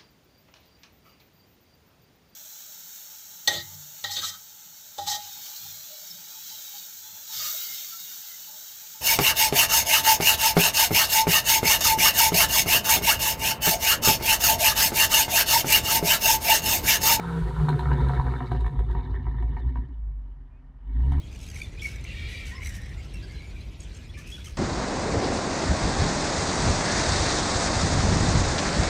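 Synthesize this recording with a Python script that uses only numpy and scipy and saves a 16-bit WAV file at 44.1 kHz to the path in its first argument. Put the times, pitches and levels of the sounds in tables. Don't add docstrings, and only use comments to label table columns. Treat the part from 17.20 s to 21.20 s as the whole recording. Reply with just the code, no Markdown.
import sys
import numpy as np
from scipy import signal
from scipy.fft import rfft, irfft
from scipy.io import wavfile
from scipy.ndimage import uniform_filter1d

SR = 44100
rng = np.random.default_rng(int(sys.argv[2]) if len(sys.argv) > 2 else 0)


def volts(x):
    e = np.asarray(x, float) / 20
    return 10 ** e


def wav_record(signal):
    frames = np.transpose(np.atleast_2d(signal))
    bounded = np.clip(frames, -1, 1)
    quanta = np.round(bounded * 32767).astype(np.int16)
    wavfile.write(sys.argv[1], SR, quanta)


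N = 176400

# time in seconds, firings per second, mean level of the firing tone in dB.
ENGINE_RUN = [(0, 172, -36), (.19, 164, -25), (.26, 161, -38), (.35, 157, -38), (.42, 153, -21),
              (.62, 145.2, -30), (.73, 140.6, -25), (.96, 132, -34), (1.27, 119, -39), (2.35, 72, -40),
              (2.68, 57, -38), (2.87, 51.2, -28), (3.31, 42, -45), (3.54, 42, -46), (3.72, 51.6, -27),
              (3.82, 61, -20), (3.92, 70, -21), (4, 70.4, -22)]
CYLINDERS = 5
MID_SPEED_HZ = 110

# multiple of the engine cycle rate, then level in dB
CYCLE_TONES = [(2, -8, -5, -28.5), (8, -20, -42.5, -38), (10, -25, -13.5, -23.5), (12, -22, -49, -33.5),
               (14, -16, -35.5, -34.5), (15, -25.5, -30.5, -32), (20, -30, -19.5, -36.5)]
TONE_SPEEDS_HZ = [54, 68, 165]
TONE_WOBBLE_DB = 0.7
MISFIRE_LOSS_DB = -10.5

# time in seconds, level of its lowest tone in dB.
BOOM_LEVEL = [(.2, -42), (.23, -23), (.35, -35), (.4, -20.5), (.45, -37), (.64, -27.5), (.71, -18.5),
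              (.79, -34), (0.83, -17.5), (.9, -26.5), (.93, -32.5), (1, -18), (1.031, -66), (1.051, -22.5),
              (1.29, -39), (1.318, -27), (1.47, -20), (1.502, -53.5), (1.59, -17), (1.66, -30),
              (1.709, -19), (1.742, -34), (1.779, -19), (1.83, -39), (1.93, -24.5), (2.031, -37),
              (2.08, -21), (2.12, -31), (2.24, -22), (2.41, -32), (2.47, -18.5), (2.538, -36),
              (2.59, -23.5), (2.67, -36.5), (2.721, -40.5)]
# time in seconds, frequency in Hz.
BOOM_PITCH = [(.2, 56.2), (.65, 65.05), (1.34, 56), (1.74, 52.56), (2.5, 58.6), (2.7, 55.62)]
BOOM_WANDER, BOOM_OVERTONE_DB = 0.0424, -15.5

# frequency in Hz, width in Hz, ringing level in dB at mid speed,
# dB gained per octave of engine speed.
PIPE_RESONANCES = [(134.9, 12.2, 10, -2.5), (258.3, 16, 1.05, -6), (372.8, 18.4, 2, 2), (481, 105, -6, 8),
                   (934, 75, -9, 1), (725.9, 8.2, -9.5, 2), (956.5, 50.4, -3.5, 5), (1333, 86, -11.5, 18.5),
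                   (1526, 100, -14.5, 18.5), (1828, 132, -8.5, -1), (2230, 57, -18.5, -0.5),
                   (2966, 180, -23, -5.5), (3604, 170, -18.5, 2.5), (3965, 470, -19.5, 4.5)]
DEAF_BAND_HZ = [588, 627]

# time in seconds, rasp in dB before it follows the boom,
# mean hiss level in dB.
GAS_FLOW = [(0, -37, -52.5), (.3, -36, -55.5), (.45, -29, -56), (1.05, -32, -61), (1.9, -37.5, -77),
            (2.6, -42, -107.5), (2.8, -55.5, -100), (3.6, -58.5, -104), (3.8, -39.5, -70),
            (4, -35.5, -64.5)]
RASP_FOLLOWS_BOOM = 0.15
BURN_SCATTER_DB, RASP_NOISE = 1, 7.46
POPS_TAKE_DB = -2
STEADY_BURN_DB = -4.5

# time in seconds, drive level in dB before scatter and the pipe.
POP_BURSTS = [(0.363, -34.5), (0.397, -32.5), (0.418, -46), (0.483, -24.5), (0.526, -28), (0.591, -27),
              (0.655, -27.5), (0.714, -22), (0.893, -25.5), (0.933, -28.5), (0.973, -30.5), (0.996, -25.5),
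              (1.046, -34.5), (1.065, -28), (1.119, -33), (1.136, -29), (1.204, -26.5), (1.314, -25.5),
              (1.348, -32), (1.406, -53), (1.443, -29.5), (1.462, -29), (1.589, -30.5), (1.749, -33.5),
              (1.792, -34), (1.942, -37.5), (2.066, -32), (2.142, -40), (2.183, -37.5), (2.223, -36),
              (2.366, -30.5), (2.556, -32), (3.918, -30.5)]
POP_SCATTER_DB, BURN_S, RAGGED = 3, 0.005, 0.61
POP_LOW_CUT_HZ, POP_TOP_HZ = 670, 2260
# time in seconds, drive level in dB before halving.
GAS_SPITS = [(0.4877, -37.5), (0.5913, -42), (0.7302, -57), (0.8841, -45.5), (1.316, -47), (1.4054, -49),
             (1.462, -47.5), (1.5918, -51.5), (1.7105, -52), (2.2242, -57.5), (2.5694, -65),
             (3.9185, -45.5)]
PUFF_S = 0.0058
SNAP_HZ, SNAP_WIDTH_HZ, SNAP_DB = 3950, 290, -2
ECHO_S, ECHO_LOSS_DB = 0.0145, 6.5

# frequency in Hz, relative density in dB per Hz.
GAS_SPECTRUM = [(3000, 0.5), (4400, -0.5), (5200, -10.5), (8500, -8), (11500, -13.5), (13500, -18.5),
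                (15700, -33.5)]
HISS_GATE = 0.064

# frequency in Hz, relative density in dB per Hz.
TRAFFIC_SPECTRUM = [(60, -4), (269, -40.5), (950, -37), (2000, -49), (3740, -64), (4750, -64),
                    (15000, -83.5)]
TRAFFIC_DB = -47

# start in seconds, length in seconds, start pitch in Hz, end pitch in Hz,
# level in dB of an overtone right on the throat resonance.
BIRD_NOTES = [(3.292, 0.13, 267, 298, -72.5)]
BIRD_THROAT_HZ, BIRD_WIDTH_HZ = 2430, 260


def tones(rate, level_db, booming):
    cycle = 2 * np.pi * np.cumsum(rate) / SR / CYLINDERS
    others = 0
    for multiple, *fast_to_idle_db in CYCLE_TONES:
        balance_db = np.interp(rate, TONE_SPEEDS_HZ, fast_to_idle_db[::-1])
        wobble_db = TONE_WOBBLE_DB * drift(5.3)
        others = others + volts(balance_db + wobble_db) * np.sin(round(multiple) * cycle)
    firing = volts(TONE_WOBBLE_DB * (2 + 2 * booming) * drift(17)) * np.sin(CYLINDERS * cycle)
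    return np.sqrt(2) * volts(level_db) * (firing + volts(MISFIRE_LOSS_DB * booming) * others)


def boom(level_db, booming):
    hz = in_time(BOOM_PITCH)[0] * (1 + BOOM_WANDER * drift(10.3))
    phase = 2 * np.pi * np.cumsum(hz) / SR
    wave = np.sin(phase) + volts(BOOM_OVERTONE_DB) * np.cos(2 * phase)
    return booming * np.sqrt(2) * volts(level_db) * wave


def rasp(rate, level_db, booming):
    turns = np.cumsum(rate) / SR
    count = turns.astype(int)
    strength = volts(BURN_SCATTER_DB * booming * rng.standard_normal(N)[count])
    pulse = np.diff(count, prepend=0) * np.sqrt(SR / rate)
    puff = RASP_NOISE * rng.standard_normal(N) * np.exp(-0.9 * (turns % 1))
    drive = strength * (pulse + puff)
    drives = []
    for hz, width_hz, *_ in PIPE_RESONANCES:
        flicker_db = (2.5 + 1.7 * booming) * drift(19.4)
        if hz > POP_LOW_CUT_HZ:
            loss_db = POPS_TAKE_DB * booming
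        else:
            loss_db = STEADY_BURN_DB * (1 - booming) * (rate > MID_SPEED_HZ)
        drives.append(drive * np.sqrt(width_hz) * volts(flicker_db + loss_db))
    out = pipe(drives, rate)
    out = signal.lfilter(*signal.butter(1, DEAF_BAND_HZ, "bandstop", fs=SR), out)
    running_rms = np.sqrt(uniform_filter1d(out ** 2, size=12000))
    return volts(level_db) * out / running_rms


def pops(rate):
    out = ragged_burns(rate) + spits(rate)
    lag = int(ECHO_S * SR)
    return sum(volts(-ECHO_LOSS_DB * k) * np.pad(out, (k * lag, 0))[:N] for k in range(4))


def ragged_burns(rate):
    s, db = np.transpose(POP_BURSTS)
    at = (s * SR).astype(int)
    chance = rng.standard_normal((len(s), len(PIPE_RESONANCES)))
    flame = RAGGED * rng.standard_normal(N) / np.sqrt(BURN_S * SR)
    flame[at + int(BURN_S * SR / 4)] = 1
    drives = [flame * decays(at, volts(db + POP_SCATTER_DB * c), BURN_S / 2) for c in chance.T]
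    band = signal.butter(2, [POP_LOW_CUT_HZ, POP_TOP_HZ], "band", fs=SR, output="sos")
    return signal.sosfilt(band, pipe(drives, rate))


def spits(rate):
    gas = coloured(rng.standard_normal(N), GAS_SPECTRUM)
    snap = rms_one(resonate(gas, SNAP_HZ, SNAP_WIDTH_HZ))
    s, db = np.transpose(GAS_SPITS)
    bursts = decays((s * SR).astype(int), volts(db), PUFF_S / 2)
    return bursts * (gas + volts(SNAP_DB) * (rate / MID_SPEED_HZ) ** 2 * snap) / 2


def pipe(drives, rate):
    octaves = np.log2(rate / MID_SPEED_HZ)
    out, sign = 0, 1
    for drive, (hz, width_hz, db, slope_db) in zip(drives, PIPE_RESONANCES):
        out = out + sign * volts(db + slope_db * octaves) * resonate(drive, hz, width_hz)
        sign = -sign
    return out


def hiss(rate, level_db):
    gate = 1 + HISS_GATE * np.sin(2 * np.pi * np.cumsum(rate) / SR)
    gas = rng.standard_normal(N) * gate * volts(1.1 * drift(15))
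    return volts(level_db) * coloured(gas, GAS_SPECTRUM)


def far_traffic():
    return volts(TRAFFIC_DB + 0.5 * drift(12)) * coloured(rng.standard_normal(N), TRAFFIC_SPECTRUM)


def birds():
    out = 0
    for start_s, length_s, start_hz, end_hz, db in BIRD_NOTES:
        shape, share = swell(start_s, length_s)
        hz = start_hz + (end_hz - start_hz) * share ** 2
        phase = 2 * np.pi * np.cumsum(hz) / SR
        for k in range(6, 13):
            throat = np.exp(-((k * hz - BIRD_THROAT_HZ) / BIRD_WIDTH_HZ) ** 2)
            out = out + volts(db) * shape * throat * np.sin(k * phase)
    return out


def rms_one(x):
    return x / np.sqrt(np.mean(x ** 2) + 1e-20)


def in_time(rows, outside=None):
    s, *columns = np.transpose(rows)
    return [np.interp(np.arange(N) / SR, s, c, outside, outside) for c in columns]


def drift(rate_hz):
    r = np.exp(-80 * np.pi * rate_hz / SR)
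    slow = signal.lfilter([1], [1, -2 * r, r * r], rng.standard_normal(N // 40 + 2002))[2000:]
    return np.interp(np.arange(N) / 40, np.arange(len(slow)), rms_one(slow))


def resonate(x, hz, width_hz):
    r = np.exp(-np.pi * max(width_hz, 2) / SR)
    w = 2 * np.pi * hz / SR
    return signal.lfilter([0, np.sin(w)], [1, -2 * r * np.cos(w), r * r], x + 1e-18)


def coloured(x, spectrum):
    hz, db = np.transpose(spectrum)
    f = np.maximum(np.arange(N // 2 + 1) * SR / N, 1)
    gain = volts(np.interp(np.log(f), np.log(hz), db))
    return rms_one(irfft(rfft(x) * gain, N))


def swell(start_s, length_s):
    share = np.clip((np.arange(N) / SR - start_s) / length_s, 0, 1)
    return np.sin(np.pi * share), share


def decays(at, sizes, length_s):
    marks, r = np.zeros(N), np.exp(-1 / (length_s * SR))
    marks[at] = sizes
    return signal.lfilter([np.e * (1 - r)], [1, -2 * r, r * r], marks + 1e-18)


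def scene():
    rate, tone_db = in_time(ENGINE_RUN)
    rasp_db, hiss_db = in_time(GAS_FLOW)
    boom_db, = in_time(BOOM_LEVEL)
    span = [(BOOM_LEVEL[0][0], 1), (BOOM_LEVEL[-1][0], 1)]
    booming = uniform_filter1d(in_time(span, 0)[0], size=900)
    mean_boom_db = np.mean(np.array(BOOM_LEVEL)[:, 1])
    rasp_db = rasp_db + RASP_FOLLOWS_BOOM * booming * (boom_db - mean_boom_db)
    engine = tones(rate, tone_db, booming)
    exhaust = boom(boom_db, booming) + rasp(rate, rasp_db, booming) + pops(rate) + hiss(rate, hiss_db)
    return (engine + exhaust + far_traffic() + birds())[None]


def band_limit(x):
    return signal.sosfilt(signal.butter(12, 15750, fs=SR, output="sos"), x)


def record(dry):
    bass_cut = signal.butter(3, 36, "high", fs=SR, output="sos")
    mix = signal.sosfilt(bass_cut, dry)
    return band_limit(mix)


dry = scene()
out = record(dry)
wav_record(out)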